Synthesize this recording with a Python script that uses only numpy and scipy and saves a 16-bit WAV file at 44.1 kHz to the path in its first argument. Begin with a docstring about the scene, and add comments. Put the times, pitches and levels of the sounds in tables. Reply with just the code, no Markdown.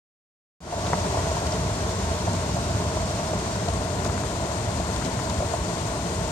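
"""A burst water main throws a tall fountain over a street, some way from a hand-held phone. After 0.6 s of
silence it fades in: the jet rumbles, falling water roars, spray hisses. From then on slugs of water slap the
flooded road, air pockets thud in the jet, spray zips and splashes, and a few stones clack. The right microphone
port is partly covered throughout, so the hiss leans left; near 3.6 s the cover closes almost fully and the hiss
moves further left. Grit pings once at 4.2 s; the fountain runs on to the end."""
import sys
import numpy as np
from scipy import signal
from scipy.fft import rfft, irfft, next_fast_len
from scipy.io import wavfile
from scipy.ndimage import map_coordinates

SR = 44100
rng = np.random.default_rng(int(sys.argv[2]) if len(sys.argv) > 2 else 0)


def log_audio(samples):
    """Write samples as a 16-bit WAV file to the path given in sys.argv[1]."""
    # one column per channel
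    frames = np.atleast_2d(samples).T
    # limit to full scale, then quantise
    limited = np.clip(frames, -1, 1)
    pcm = np.round(limited * 32767).astype(np.int16)
    wavfile.write(sys.argv[1], SR, pcm)


N = 278271

# fountain strength: time_s, rumble_db, roar_db, spray_db
FLOW = [(0.62, -27, -29.5, -33), (0.78, -31.5, -30, -33.5), (1.05, -29.5, -29, -33),
        (1.25, -30.5, -29.5, -33.5), (1.8, -29, -31, -34), (2.7, -28.5, -31, -34), (3.3, -29, -31, -34),
        (5.2, -30, -31, -33), (6.31, -30, -31.5, -33)]
# jet spectrum: freq_hz, density_db
RUMBLE_SPECTRUM = [(13, -34), (22, -76), (52, -3), (80, -0.4), (103, 0.5), (140, -5.5), (177, -2.5),
                   (221, -8.8), (269, -12), (371, -16.5), (420, -20), (550, -21), (920, -120)]
# falling water spectrum: freq_hz, density_db
ROAR_SPECTRUM = [(150, -37.5), (280, -6.5), (370, -3), (460, -1.5), (520, -12), (590, -0.3), (660, 0.0),
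                 (760, -6.5), (900, -1.5), (1200, -13), (1380, -7.5), (1650, -16), (1950, -14.5),
                 (4500, -53.5)]
# fine drop spectrum: freq_hz, density_db
SPRAY_SPECTRUM = [(900, -4), (2200, -3), (3000, -3), (4300, -0.2), (5100, -2), (7250, 1), (7600, -0.5),
                  (7850, -6.5), (8200, 0.4), (8800, -4), (9900, -15), (11800, -18), (13500, -24),
                  (15700, -32)]
# spits of spray: start_s, level_db, start_pitch_hz
ZIPS = [(0.8642, -31, 5380), (1.4652, -29, 7800), (5.0462, -28, 8740), (5.2964, -27, 9070)]
# sheets of spray landing: start_s, fizz_gain_db, swish_gain_db, swish_centre_hz, rise_s
SPLASHES = [(1.521, -40, -36, 5200, 0.002), (2.3315, -33, -36, 7600, 0.0022),
            (3.684, -29, -32, 4400, 0.0012), (3.7358, -36, -36, 8190, 0.0015),
            (4.046, -30, -34, 6730, 0.0027), (4.058, -32, -44, 4220, 0.0055),
            (4.961, -27, -33, 3170, 0.0014), (5.052, -35, -41, 3280, 0.0055),
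            (5.341, -40, -37, 5900, 0.003)]
# stones flung up by the jet, landing: start_s, peak_db, pitch_ratio
STONES = [(0.9323, -6.5, 0.99), (0.9393, -26, 0.77), (4.0533, -17.5, 1.1), (4.0973, -20.5, 1.3),
          (4.178, -19, 1.54), (4.236, -19, 1.25), (5.016, -22, 1.3), (5.024, -23, 1.55),
          (5.191, -16.5, 1.4), (5.199, -20, 1.2)]
# clack resonances at pitch ratio 1, four short rings and a faint, longer hollow tone:
# freq_hz, relative_db, t60_s
CLACK_RESONANCES = [(641, -10, 0.14), (760, 1, 0.016), (980, 12, 0.013), (1324, 7, 0.014),
                    (1870, 2.5, 0.011)]
# air pockets in the jet: centre_s, relative_db, pitch_hz
HEAVES = [(0.94, -23.5, 162), (1.186, -17, 93), (1.247, -21, 85), (1.307, -20, 85), (1.47, -20.5, 85.4),
          (1.615, -19, 96), (1.852, -23, 79), (2.033, -20, 80), (2.072, -24, 85), (2.117, -18, 88),
          (2.413, -26, 85), (2.584, -22.5, 85), (2.758, -19.5, 90.5), (2.808, -24, 170),
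          (2.875, -19.5, 80.4), (3.741, -20.5, 86), (4.001, -21.5, 75.4), (4.1, -19, 90),
          (4.16, -19, 89.17), (4.688, -18.5, 99), (4.77, -20.5, 80), (4.985, -20, 73.4), (5.393, -17, 76),
          (5.463, -19, 102.1), (5.616, -17.5, 75.5)]
# slugs of water landing: start_s, gulp_peak_db, gulp_pitch_hz, smack_peak_db, slosh_db
SLAPS = [(0.7244, -15, 695, -20, -32), (0.737, -22, 610, -26, -33), (0.779, -24, 628, -28, -35),
         (0.936, -20, 643, -36, -28), (0.98, -27, 640, -36, -34), (1.141, -25, 645, -28, -27),
         (1.169, -19.5, 623.5, -23, -28), (1.188, -27, 626, -32, -32), (1.268, -23, 626, -36, -33),
         (1.314, -22, 622, -40, -39), (1.367, -25, 691, -38, -35), (1.418, -27, 660, -32, -32),
         (2.273, -22.5, 643, -30, -31), (2.566, -20, 667, -38, -40), (2.797, -36, 607, -35, -30.5),
         (2.968, -20, 613, -40, -38), (3.191, -21, 615, -35, -33), (3.331, -19.5, 617, -29, -29),
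         (3.684, -23, 665, -22, -29), (4.06, -20.5, 613, -33, -38), (4.799, -21.5, 674, -40, -39),
         (5.052, -23.5, 264, -38, -36), (5.075, -26, 247, -38, -38), (5.211, -26, 257, -38, -40),
         (5.403, -21, 620, -35, -35), (5.423, -22, 603, -34, -27), (5.442, -26, 670, -38, -39),
         (5.5345, -21, 650, -23, -28)]
# slug impact spectrum: freq_hz, density_db
SMACK_SPECTRUM = [(100, -41), (500, -25), (800, 26), (1000, 18), (1400, 2), (2200, -25), (3500, -28),
                  (8000, -55)]
# spectrum of water thrown aside: freq_hz, density_db
SLOSH_SPECTRUM = [(150, -25.5), (380, -2), (620, -0.5), (800, -2), (1030, -2), (1250, -14), (2000, -28),
                  (4000, -51)]
# likeness of the two ports: freq_hz, coherence
PORT_COHERENCE = [(100, 1), (200, 1), (350, 0.85), (620, 0.94), (830, 0.33), (1000, 0.95), (1300, 0.51),
                  (2500, 0.26), (5000, 0.076)]
# left port ahead of right: freq_hz, lead_rad
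LEFT_LEAD = [(100, 0.18), (380, 0.41), (620, 0.14), (800, 1.72), (1020, 0.52), (1280, 2.27), (1750, 2.05),
             (2400, 0.53), (4500, 2.5)]
# right port relative to left: freq_hz, gain_db
RIGHT_RESPONSE = [(100, 0.2), (220, 0.3), (420, -2), (560, -1.5), (700, 5.5), (870, -3), (1130, 6.5),
                  (1350, -2), (1600, 3.5), (1900, -2), (2800, 6), (4000, 5), (5600, 10.5), (6700, 6),
                  (8300, -2.5), (10500, 4.5), (15000, 2.5)]
# fully covered port: freq_hz, gain_db
COVERED_RESPONSE = [(500, -0.5), (1500, -4.5), (2500, -11), (4000, -21.5), (5500, -42), (7000, -62),
                    (9000, -42), (12000, -27), (15000, -6)]
# cover on the right port, end values held: time_s, covered_share
COVERAGE = [(3.57, 0.73), (3.68, 0.84), (3.77, 0.95)]


def amp(db):
    """Decibels to linear gain."""
    return 10 ** (np.asarray(db) / 20)


def unit_rms(x):
    """x at rms 1."""
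    return x / np.sqrt(np.mean(x ** 2) + 1e-20)


def at_freq(points, hz):
    """Interpolate (freq_hz, value) points on a log axis."""
    freq_hz, values = np.transpose(points)
    return np.interp(np.log(hz + 1), np.log(freq_hz + 1), values)


def curves(rows):
    """Per-sample curve for each column after time_s."""
    time_s, *columns = np.transpose(rows)
    return [np.interp(np.arange(N) / SR, time_s, column) for column in columns]


def wobble(rate_hz):
    """Smooth random curve with knots at rate_hz."""
    knots = rng.standard_normal(int(N * rate_hz / SR) + 4)
    return map_coordinates(knots, [np.arange(N) * rate_hz / SR])


def pulse(t, rise_s):
    """Envelope: peak of 1 at rise_s, exponential tail."""
    return t / rise_s * np.exp(1 - t / rise_s)


def filtered(x, response):
    """Apply a complex frequency response."""
    size = next_fast_len(N + SR // 2)
    return irfft(rfft(x, size) * response(np.fft.rfftfreq(size, 1 / SR)), size)[..., :N]


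def coloured(x, spectrum, size=8192):
    """Apply a minimum-phase, unit-energy filter of the given spectrum."""
    magnitude = amp(at_freq(spectrum, np.fft.rfftfreq(size, 1 / SR)))
    cepstrum = irfft(np.log(magnitude))
    cepstrum[1:size // 2] *= 2
    cepstrum[size // 2 + 1:] = 0
    kernel = irfft(np.exp(rfft(cepstrum)))[:size // 2]
    return signal.fftconvolve(x, kernel[None] / np.linalg.norm(kernel), axes=1)[:, :x.shape[1]]


def patter(rate_hz, spread_db):
    """Two streams of random impacts, log-normal sizes, rms 1."""
    hits = rng.random((2, N)) < rate_hz / SR
    signs = np.sign(rng.standard_normal((2, N)))
    return unit_rms(hits * signs * amp(spread_db * rng.standard_normal((2, N))))


def add(track, start_s, sound):
    """Mix sound into track in place."""
    span = track[:, max(0, round(start_s * SR)):][:, :sound.shape[1]]
    span += sound[:, :span.shape[1]]


def jet(level_db, surge_db=0.86):
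    """The jet churns out of its crater: a deep, surging rumble."""
    churn = coloured(rng.standard_normal((2, N)), RUMBLE_SPECTRUM)
    return amp(level_db) * unit_rms(churn * amp(surge_db * wobble(rate_hz=14)))


def downpour(level_db, clump_db=0.62, impacts_db=-4):
    """Lumps of water land in clumps and merge into a hollow roar."""
    impacts = rng.standard_normal((2, N)) + amp(impacts_db) * patter(rate_hz=900, spread_db=1.5)
    clumps = amp(clump_db * wobble(rate_hz=45))
    return amp(level_db) * unit_rms(coloured(impacts * clumps, ROAR_SPECTRUM))


def spray(level_db, flutter_db=0.58, drops_db=-6):
    """Fine drops hiss on the road; bigger ones crackle."""
    drops = rng.standard_normal((2, N)) + amp(drops_db) * patter(rate_hz=2500, spread_db=0.5)
    flutter = amp(flutter_db * wobble(rate_hz=50))
    return amp(level_db) * unit_rms(coloured(drops * flutter, SPRAY_SPECTRUM))


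def grit_ping(start_s=4.2, attack_s=0.001,
              modes_hz=(8100, 12700), levels_db=(-29, -41), t60s_s=(0.024, 0.016)):
    """A grain of grit hits something hard and rings briefly."""
    track, t = np.zeros((2, N)), np.arange(SR // 20) / SR
    ring = sum(amp(db - 60 * t / t60_s) * np.sin(2 * np.pi * hz * t)
               for hz, db, t60_s in zip(modes_hz, levels_db, t60s_s))
    add(track, start_s, ring[None] * (1 - np.exp(-t / attack_s)))
    return track


def zips(rise_s=0.0032, glide_s=0.0043, end_hz=2400, jitter_rad=0.12, fizz_db=-6):
    """Spits of spray: a rough, diving whistle in a puff of fizz."""
    track, t = np.zeros((2, N)), np.arange(SR // 25) / SR
    for start_s, level_db, start_hz in ZIPS:
        jitter, fizz = rng.standard_normal((2, 2, len(t)))
        pitch_hz = end_hz + (start_hz - end_hz) * np.exp(-t / glide_s)
        whistle = np.sin(np.cumsum(2 * np.pi * pitch_hz / SR + jitter_rad * jitter, axis=1))
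        puff = amp(fizz_db) * coloured(fizz, SPRAY_SPECTRUM)
        add(track, start_s, amp(level_db) * (whistle + puff) * pulse(t, rise_s))
    return track


def splashes(half_width_hz=800):
    """Sheets of spray land: broad fizz plus a narrow swish."""
    track, t = np.zeros((2, N)), np.arange(SR // 10) / SR
    lowpass = signal.butter(2, half_width_hz, fs=SR, output="sos")
    for start_s, fizz_db, swish_db, centre_hz, rise_s in SPLASHES:
        fizz, churn = rng.standard_normal((2, 2, len(t)))
        swish = unit_rms(signal.sosfilt(lowpass, churn) * np.cos(2 * np.pi * centre_hz * t))
        sheet = coloured(amp(fizz_db) * fizz + amp(swish_db) * swish, SPRAY_SPECTRUM)
        add(track, start_s, sheet * pulse(t, rise_s))
    return track


def stones(scatter_db=-32, scatter_t60_s=0.087, spread_db=0.74, low_hz=470, high_hz=2270):
    """Stones hit the road: a ringing clack, higher for smaller ones, scattered by the street."""
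    track, t = np.zeros((2, N)), np.arange(SR // 8) / SR
    band = np.vstack([signal.butter(2, low_hz, "highpass", fs=SR, output="sos"),
                      signal.butter(8, high_hz, fs=SR, output="sos")])
    for start_s, peak_db, pitch_ratio in STONES:
        ring = np.zeros(len(t))
        for hz, ring_db, t60_s in CLACK_RESONANCES:
            decay = amp(ring_db + rng.normal(0, spread_db) - 60 * t / t60_s)
            ring += decay * np.sin(2 * np.pi * pitch_ratio * hz * t)
        scatter = amp(scatter_db - 60 * t / scatter_t60_s) * rng.standard_normal((2, len(t)))
        blow = (t == 0) + scatter
        clack = signal.sosfilt(band, signal.fftconvolve(blow, ring[None], axes=1))
        add(track, start_s, amp(peak_db) * clack / np.abs(clack).max())
    return track


def heaves(gain_db=-2.0, sigma_s=0.0092):
    """Big air pockets in the jet throb for a few cycles: dull thuds."""
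    track, t = np.zeros((2, N)), np.arange(-SR // 8, SR // 8) / SR
    envelope = np.exp(-(t / sigma_s) ** 2 / 2)
    for centre_s, relative_db, pitch_hz in HEAVES:
        thud = np.sin(2 * np.pi * (pitch_hz * t + rng.random())) * envelope
        add(track, centre_s + t[0], amp(relative_db + gain_db) * thud[None])
    return track


def slaps(scatter_db=-25, smack_t60_s=0.093, slosh_rise_s=0.005,
          gulp_t60_s=0.027, swell_s=0.00298, glide_per_s=1.0):
    """Slugs smack the flooded road, slosh water aside and trap air that rings, rising slightly."""
    track, t = np.zeros((2, N)), np.arange(SR // 8) / SR
    gulp_envelope = amp(-60 * t / gulp_t60_s) * (1 - np.exp(-t / swell_s))
    for start_s, gulp_db, pitch_hz, smack_db, slosh_db in SLAPS:
        scatter, churn = rng.standard_normal((2, 2, len(t)))
        blow = (t == 0) + amp(scatter_db - 60 * t / smack_t60_s) * scatter
        smack = coloured(blow, SMACK_SPECTRUM)
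        slosh = coloured(churn, SLOSH_SPECTRUM) * pulse(t, slosh_rise_s)
        gulp = np.sin(2 * np.pi * pitch_hz * t * (1 + glide_per_s * t / 2)) * gulp_envelope
        add(track, start_s + swell_s, amp(smack_db) * smack / np.abs(smack).max())
        add(track, start_s, amp(slosh_db) * slosh)
        add(track[:1], start_s, amp(gulp_db) * gulp[None] / gulp.max())
    return track


def ports(pair):
    """Two microphone ports: shared bass, unrelated treble, the right one coloured."""
    left, other = pair
    coherence = lambda hz: np.clip(at_freq(PORT_COHERENCE, hz), 0, 1)
    shared = filtered(left, lambda hz: coherence(hz) * np.exp(-1j * at_freq(LEFT_LEAD, hz)))
    own = filtered(other, lambda hz: np.sqrt(1 - coherence(hz) ** 2))
    right = filtered(shared + own, lambda hz: amp(at_freq(RIGHT_RESPONSE, hz)))
    return np.array([left, right])


def scene():
    """The fountain at the two ports."""
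    rumble_db, roar_db, spray_db = curves(FLOW)
    gush = jet(rumble_db) + downpour(roar_db) + spray(spray_db)
    return ports(gush + heaves() + slaps() + stones() + splashes() + zips() + grit_ping())


def record(dry, start_s=0.605, fade_s=0.27, start_gain=0.066, cutoff_hz=15800):
    """Right port partly covered, then almost fully, as by a finger; fade-in; low-pass."""
    covered = np.clip(curves(COVERAGE)[0], 0, 1)
    muffled = filtered(dry[1], lambda hz: amp(at_freq(COVERED_RESPONSE, hz)))
    right = (1 - covered) * dry[1] + covered * muffled
    elapsed_s = np.arange(N) / SR - start_s
    fade_in = (elapsed_s > 0) * np.minimum(start_gain + elapsed_s / fade_s, 1)
    return filtered(fade_in * np.array([dry[0], right]), lambda hz: hz < cutoff_hz)


dry = scene()
out = record(dry)
log_audio(out)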